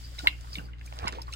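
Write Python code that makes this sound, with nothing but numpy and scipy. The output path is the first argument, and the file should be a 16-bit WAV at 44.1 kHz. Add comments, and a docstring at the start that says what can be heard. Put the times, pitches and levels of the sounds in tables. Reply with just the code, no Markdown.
"""A dog laps water from a small steel drinking fountain in a quiet room.
Each smack of the tongue excites the resonances of the mouth cavity; the tongue clicks as it peels free.
Trapped air resonates: small bubbles plink, large pockets gulp, and clouds of bubbles slosh in the bowl.
Bursting films tick. Underneath, the fountain trickles, gurgles and sizzles, and its pump hums."""
import sys
import numpy as np
from scipy import signal
from scipy.fft import rfft, irfft
from scipy.io import wavfile

SR = 44100
rng = np.random.default_rng(int(sys.argv[2]) if len(sys.argv) > 2 else 0)


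def output_pcm(signal):
    """Save a mono or channel-first signal as 16-bit PCM at the path in sys.argv[1].

    Samples are clipped to [-1, 1] before scaling.
    """
    pcm = np.clip(np.atleast_2d(signal).T, -1, 1) * 32767
    wavfile.write(sys.argv[1], SR, np.round(pcm).astype(np.int16))


N = 59535
T = np.arange(N) / SR

# Level contour of the trickle: t/s, level/dB
TRICKLE_CONTOUR = [(0, -63.5), (0.13, -66.5), (0.23, -59), (0.36, -70.5), (0.57, -64), (0.66, -75),
                   (0.76, -88), (0.85, -70), (1.05, -67.5), (1.25, -75.5), (1.35, -64)]
# Spectrum of the trickle's hiss: f/Hz, relative density/dB
HISS_SPECTRUM = [(1500, -33), (3000, 4), (4200, 0), (4900, 7.5), (5800, -4), (7500, 0), (10000, -9.5),
                 (15500, -9)]
# Harmonics of the pump: harmonic number, level/dB, interaural phase/rad
PUMP_HARMONICS = [(1, -41.5, 0.17), (2, -54, 0.13), (3, -70.5, 0.42)]
# Spectrum of the room tone: f/Hz, relative density/dB
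ROOM_TONE_SPECTRUM = [(22, -2.5), (45, 5.5), (100, 2.5), (170, -12), (300, -10.5), (600, -26), (2000, -21),
                      (4000, -33.5), (15000, -70)]
# Sizzles at the spout: crest t/s, level/dB
SPOUT_SIZZLES = [(0.049, -46.5), (0.537, -46.5), (0.654, -55.5)]
# Ringing bubbles and drops: t/s, f/Hz, level/dB
BUBBLE_PLINKS = [(0.184, 2110, -38.5), (0.187, 3820, -29.5), (0.196, 1430, -34.5), (0.242, 675, -33.5),
                 (0.260, 968, -24.5), (0.531, 4900, -29.5), (0.554, 3580, -28.5), (0.584, 2805, -28),
                 (0.593, 1520, -35.5), (0.685, 1490, -46.5), (0.736, 2060, -46), (0.733, 2910, -41.5),
                 (0.811, 2080, -44), (0.876, 2385, -42), (0.995, 1640, -41), (1.030, 768, -33),
                 (1.04, 1103, -26.5), (1.0718, 1482, -26.5), (1.071, 952, -23), (1.079, 5160, -25.5),
                 (1.08, 7070, -29), (1.081, 10550, -35), (1.172, 502, -36), (1.184, 912, -28.5),
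                 (1.2175, 5090, -31), (1.27, 4270, -47), (1.280, 1104, -31.5), (1.326, 4080, -36),
                 (1.33, 2620, -33), (1.3365, 7800, -38), (1.337, 1300, -39.5)]
# Bursting films and spray: t/s, level/dB, centre f/Hz
FILM_TICKS = [(0.19, -35, 6400), (0.2735, -28.5, 12200), (0.41, -45, 5860), (0.784, -51.5, 2510),
              (0.812, -44.5, 2140), (0.794, -53, 3900), (0.924, -33, 850), (1.059, -44, 4430),
              (1.08, -41, 7560), (1.124, -34, 4070), (1.128, -34.5, 1440), (1.2209, -39.5, 5300),
              (1.278, -49.5, 1270), (1.2188, -42.5, 12600), (1.3234, -39, 5600), (1.326, -35, 2910),
              (1.335, -35, 5200)]
# Tongue smacks: t/s, level/dB, cavity f/Hz, relative rasp level/dB
TONGUE_SMACKS = [(0.1905, -34, 2960, 3), (0.2716, -8, 2123, -17), (0.5552, -31, 2260, -6),
                 (1.0682, -36, 2195, -26), (1.0742, -28, 2270, -3), (1.0797, -30, 2070, -0.5),
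                 (1.0872, -32.5, 2110, -2), (1.3372, -34.5, 2860, -1)]
# Modes of the mouth: ratio to the cavity frequency, relative level/dB, T60/s
MOUTH_MODES = [(0.998, 2, 0.026), (1.321, -2.5, 0.026), (1.42, -2.5, 0.007), (1.87, -1, 0.0047)]
# Water stirred by the laps: crest t/s, rise constant/s, fall constant/s, level/dB, centre f/Hz
LAP_SLOSHES = [(0.248, 0.0063, 0.02, -40, 870), (0.583, 0.018, 0.06, -49.5, 682),
               (1.048, 0.05, 0.047, -41, 687), (1.128, 0.0056, 0.05, -43, 450),
               (1.138, 0.012, 0.053, -47.5, 2670), (0.193, 0.005, 0.01, -43, 3600),
               (0.549, 0.015, 0.024, -45.5, 3960), (1.048, 0.048, 0.036, -43.5, 1680),
               (1.288, 0.0075, 0.0081, -46.5, 1290), (0.549, 0.022, 0.042, -54, 14200),
               (0.865, 0.0061, 0.0041, -48, 6600), (1.338, 0.0049, 0.0069, -51, 3570)]
# Resonating air pockets: t/s, f/Hz, level/dB, T60/s
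POCKET_GULPS = [(0.225, 175, -44.5, 0.068), (0.233, 294, -38, 0.11), (0.572, 287, -42.5, 0.13),
                (0.58, 174.5, -32, 0.055), (1.026, 80, -29.5, 0.13), (1.048, 193, -30, 0.017),
                (1.123, 202, -42.5, 0.026)]
# Dry clicks of the tongue: t/s, peak level/dB, centre f/Hz
PEEL_CLICKS = [(0.926, -32, 2520), (0.938, -40, 5000), (0.9525, -56, 7100), (0.9598, -43, 9050),
               (0.969, -40.5, 6440), (0.982, -61, 7000), (0.9895, -23.5, 3900)]
# Interaural level difference: t/s, left minus right level/dB
EAR_BALANCE = [(0.85, 0), (1.05, -4), (1.25, -.5)]
# Reverberation of the room: f/Hz, level/dB, T60/s
REVERB_BANDS = [(201, -5, 0.47), (626, -12, 0.14), (1530, -5.5, 0.03), (2100, -30, 0.19), (2640, -13, 0.23),
                (3750, -12, 0.062), (5000, -10, 0.035), (12800, -14.5, 0.041)]

LN_1000 = np.log(1000)  # amplitude falls a thousandfold in one T60
CLOUD_BUBBLES_PER_S = 1500


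def from_db(db):
    """Amplitude grows tenfold for every 20 dB."""
    return 10 ** (np.asarray(db) / 20)


def unit_rms(x):
    """Dividing by the RMS amplitude gives unit power."""
    return x / np.sqrt(np.mean(x ** 2) + 1e-20)


def at_hz(table, hz, column=1):
    """Pitch is logarithmic, so spectra are interpolated in log frequency."""
    points = np.array(table)
    return np.interp(np.log(hz + 1e-9), np.log(points[:, 0]), points[:, column])


def band(x, low, high):
    """A causal band-pass filter attenuates frequencies beyond its edges."""
    edges = [min(low, .3 * SR), min(high, .45 * SR)]
    return signal.sosfilt(signal.butter(2, edges, "band", fs=SR, output="sos"), x)


def noise(spectrum):
    """Spectral weighting colours two independent channels of white noise."""
    gain = from_db(at_hz(spectrum, np.arange(N // 2 + 1) * SR / N))
    return unit_rms(irfft(rfft(rng.standard_normal((2, N))) * gain, N))


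def ping(onset, hz, db, t60, attack_s, rise_per_s=0):
    """A damped oscillator swells, then decays exponentially; its frequency may glide upward."""
    t = np.maximum(T - onset, 0)
    swell = np.sin(np.pi / 2 * np.minimum(t / attack_s, 1)) ** 2
    decay = np.exp(-LN_1000 * np.clip((t - attack_s) / t60, 0, 2))
    return from_db(db) * swell * decay * np.sin(2 * np.pi * hz * t * (1 + rise_per_s * t / 2))


def burst(onset, db, hz, t60, edge_ratio):
    """Band-limited noise with a fast exponential decay is heard as a crackle."""
    decay = (T >= onset) * np.exp(-LN_1000 * np.clip((T - onset) / t60, 0, 2))
    crackle = band(rng.standard_normal(N) * decay, hz / edge_ratio, hz * edge_ratio)
    return from_db(db) * np.sqrt(SR / 2 / hz) * crackle


def bubble_cloud(per_s, centre_hz, octaves, t60_cycles, spread_db=-1.5, sizes=24):
    """Random impulses excite bubble resonators, weighted by a Gaussian in log frequency."""
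    cloud = np.zeros(N)
    for deviation in np.linspace(-2, 2, sizes):
        hz = centre_hz * 2 ** (octaves * (deviation + rng.uniform(-0.11, 1) / sizes))
        births = rng.random(N) < per_s / sizes / SR
        strength = from_db(spread_db * np.minimum(rng.exponential(1, N), 4))
        impulses = births * strength * rng.choice([-1, 1], N)
        radius = np.exp(-LN_1000 * hz / (t60_cycles * SR))
        feedback = [1, -2 * radius * np.cos(2 * np.pi * hz / SR), radius * radius]
        ringing = signal.lfilter([1, 0, -1], feedback, impulses + 1e-18)
        cloud += (hz < CUTOFF_HZ) * np.exp(-deviation ** 2 / 2) * np.sqrt(hz) * ringing
    return unit_rms(band(cloud, centre_hz / 4 ** octaves, centre_hz * 4 ** octaves))


def trickle():
    """Running water traps resonating bubbles: high drips and a low gurgle follow the level of its hiss."""
    flow_db = np.interp(T, *np.transpose(TRICKLE_CONTOUR))
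    gurgle_db = -62 + 0.8 * (flow_db - flow_db.mean())
    drips = bubble_cloud(per_s=910, centre_hz=4370, octaves=1.0, t60_cycles=99, spread_db=3)
    gurgle = bubble_cloud(per_s=200, centre_hz=985, octaves=0.72, t60_cycles=11.6, spread_db=3)
    bubbling = from_db(flow_db + 0.5) * drips + from_db(gurgle_db) * gurgle
    hiss = from_db(flow_db + 10) * noise(HISS_SPECTRUM)
    return bubbling, hiss


def pump(mains_hz=59.44, waver_depth=.035):
    """The pump vibrates at harmonics of the mains frequency, with slight amplitude modulation."""
    waver = unit_rms(band(rng.standard_normal(2 * N), 6.6, 6.87)[N:])
    hum = 0
    for harmonic, db, phase in PUMP_HARMONICS:
        amplitude = from_db(db) * np.sqrt(2) * (1 + waver_depth * harmonic * waver)
        hum += amplitude * np.sin(2 * np.pi * mains_hz * harmonic * T + np.array([[0], [phase]]))
    return hum


def room_tone():
    """Steady low noise, uncorrelated between the ears, is heard as diffuse."""
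    return from_db(-50) * noise(ROOM_TONE_SPECTRUM)


def sizzles():
    """Tiny bubbles of nearly one size resonate in a narrow band at the spout."""
    swell = sum(from_db(db) * np.exp(-np.abs(T - crest) / 0.014) for crest, db in SPOUT_SIZZLES)
    return swell * bubble_cloud(CLOUD_BUBBLES_PER_S, centre_hz=4780, octaves=0.077, t60_cycles=53)


def bubbles():
    """Trapped air is a spring against the water's mass; higher-pitched bubbles decay sooner."""
    return sum(ping(onset, hz, db, t60=0.031 * (hz / 1000) ** -0.36, attack_s=1.55 / hz, rise_per_s=1.34)
               for onset, hz, db in BUBBLE_PLINKS)


def ticks():
    """A bursting film radiates a noise transient a few milliseconds long."""
    return sum(burst(onset, db, hz, t60=0.015, edge_ratio=1.5) for onset, db, hz in FILM_TICKS)


def smacks():
    """The tongue snaps free with a wet rasp and excites the normal modes of the mouth cavity."""
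    rings = sum(ping(onset, hz * ratio, db + mode_db, t60, attack_s=0.0008)
                for onset, db, hz, _ in TONGUE_SMACKS for ratio, mode_db, t60 in MOUTH_MODES)
    rasps = sum(burst(onset, db + rasp_db, hz * 1.12, t60=.018, edge_ratio=1.38)
                for onset, db, hz, rasp_db in TONGUE_SMACKS)
    return rings + rasps


def sloshes():
    """Bubbles in stirred water add incoherently, in clouds that swell and fade."""
    water = 0
    for crest, rise, fall, db, hz in LAP_SLOSHES:
        swell = from_db(db) * np.exp(-np.maximum((crest - T) / rise, (T - crest) / fall))
        water += swell * bubble_cloud(CLOUD_BUBBLES_PER_S, hz, octaves=.72, t60_cycles=22)
    return water


def gulps():
    """Large air pockets resonate at low frequencies as the tongue pushes water."""
    return sum(ping(onset, hz, db, t60, attack_s=0.85 / hz, rise_per_s=0.28)
               for onset, hz, db, t60 in POCKET_GULPS)


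def tongue_clicks(edge_ratio=1.35):
    """The tongue peels free in clicks, each the impulse response of a broad resonance."""
    clicks = 0
    for onset, db, hz in PEEL_CLICKS:
        impulse = np.arange(N) == int(onset * SR)
        click = band(impulse + 1e-18, hz / edge_ratio, hz * edge_ratio)
        clicks += from_db(db) * click / np.abs(click).max()
    return clicks


def placed(x, lag_s):
    """Interaural differences of time and level place a source a little to the right."""
    delay = np.exp(-1j * np.pi * np.arange(N + 1) * SR / N * lag_s)
    left = irfft(rfft(x, 2 * N) * delay)[:N]
    balance_db = np.interp(T, *np.transpose(EAR_BALANCE))
    return np.array([left, x]) * from_db(balance_db * [[.5], [-.5]])


def reverberation(x, delay_s=0.0066):
    """Diffuse reflections form a noise tail that decays exponentially in each band."""
    edges, tail = np.geomspace(100, 17000, 19), 0
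    for low, high in zip(edges, edges[1:]):
        hz = np.sqrt(low * high)
        decay = (T > delay_s) * np.exp(-LN_1000 * T / at_hz(REVERB_BANDS, hz, column=2))
        reflections = rng.standard_normal((2, N)) * decay / np.sqrt(np.sum(decay ** 2))
        tail += from_db(at_hz(REVERB_BANDS, hz)) * band(reflections, low, high)
    return signal.fftconvolve(tail, x[None], axes=1)[:, :N]


def scene():
    """Direct sound, reverberation and background add by superposition."""
    bubbling, hiss = trickle()
    water = bubbling + sizzles() + bubbles() + ticks() + sloshes() + gulps()
    mouth = smacks() + tongue_clicks()
    direct = placed(mouth, lag_s=.00012) + placed(water, lag_s=.00047)
    return direct + reverberation(mouth + water) + hiss + pump() + room_tone()


def record(dry):
    """An elliptic low-pass filter cuts the highest treble steeply."""
    return signal.sosfilt(signal.ellip(10, .2, 80, CUTOFF_HZ, fs=SR, output="sos"), dry)


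CUTOFF_HZ = 16300

dry = scene()
out = record(dry)
output_pcm(out)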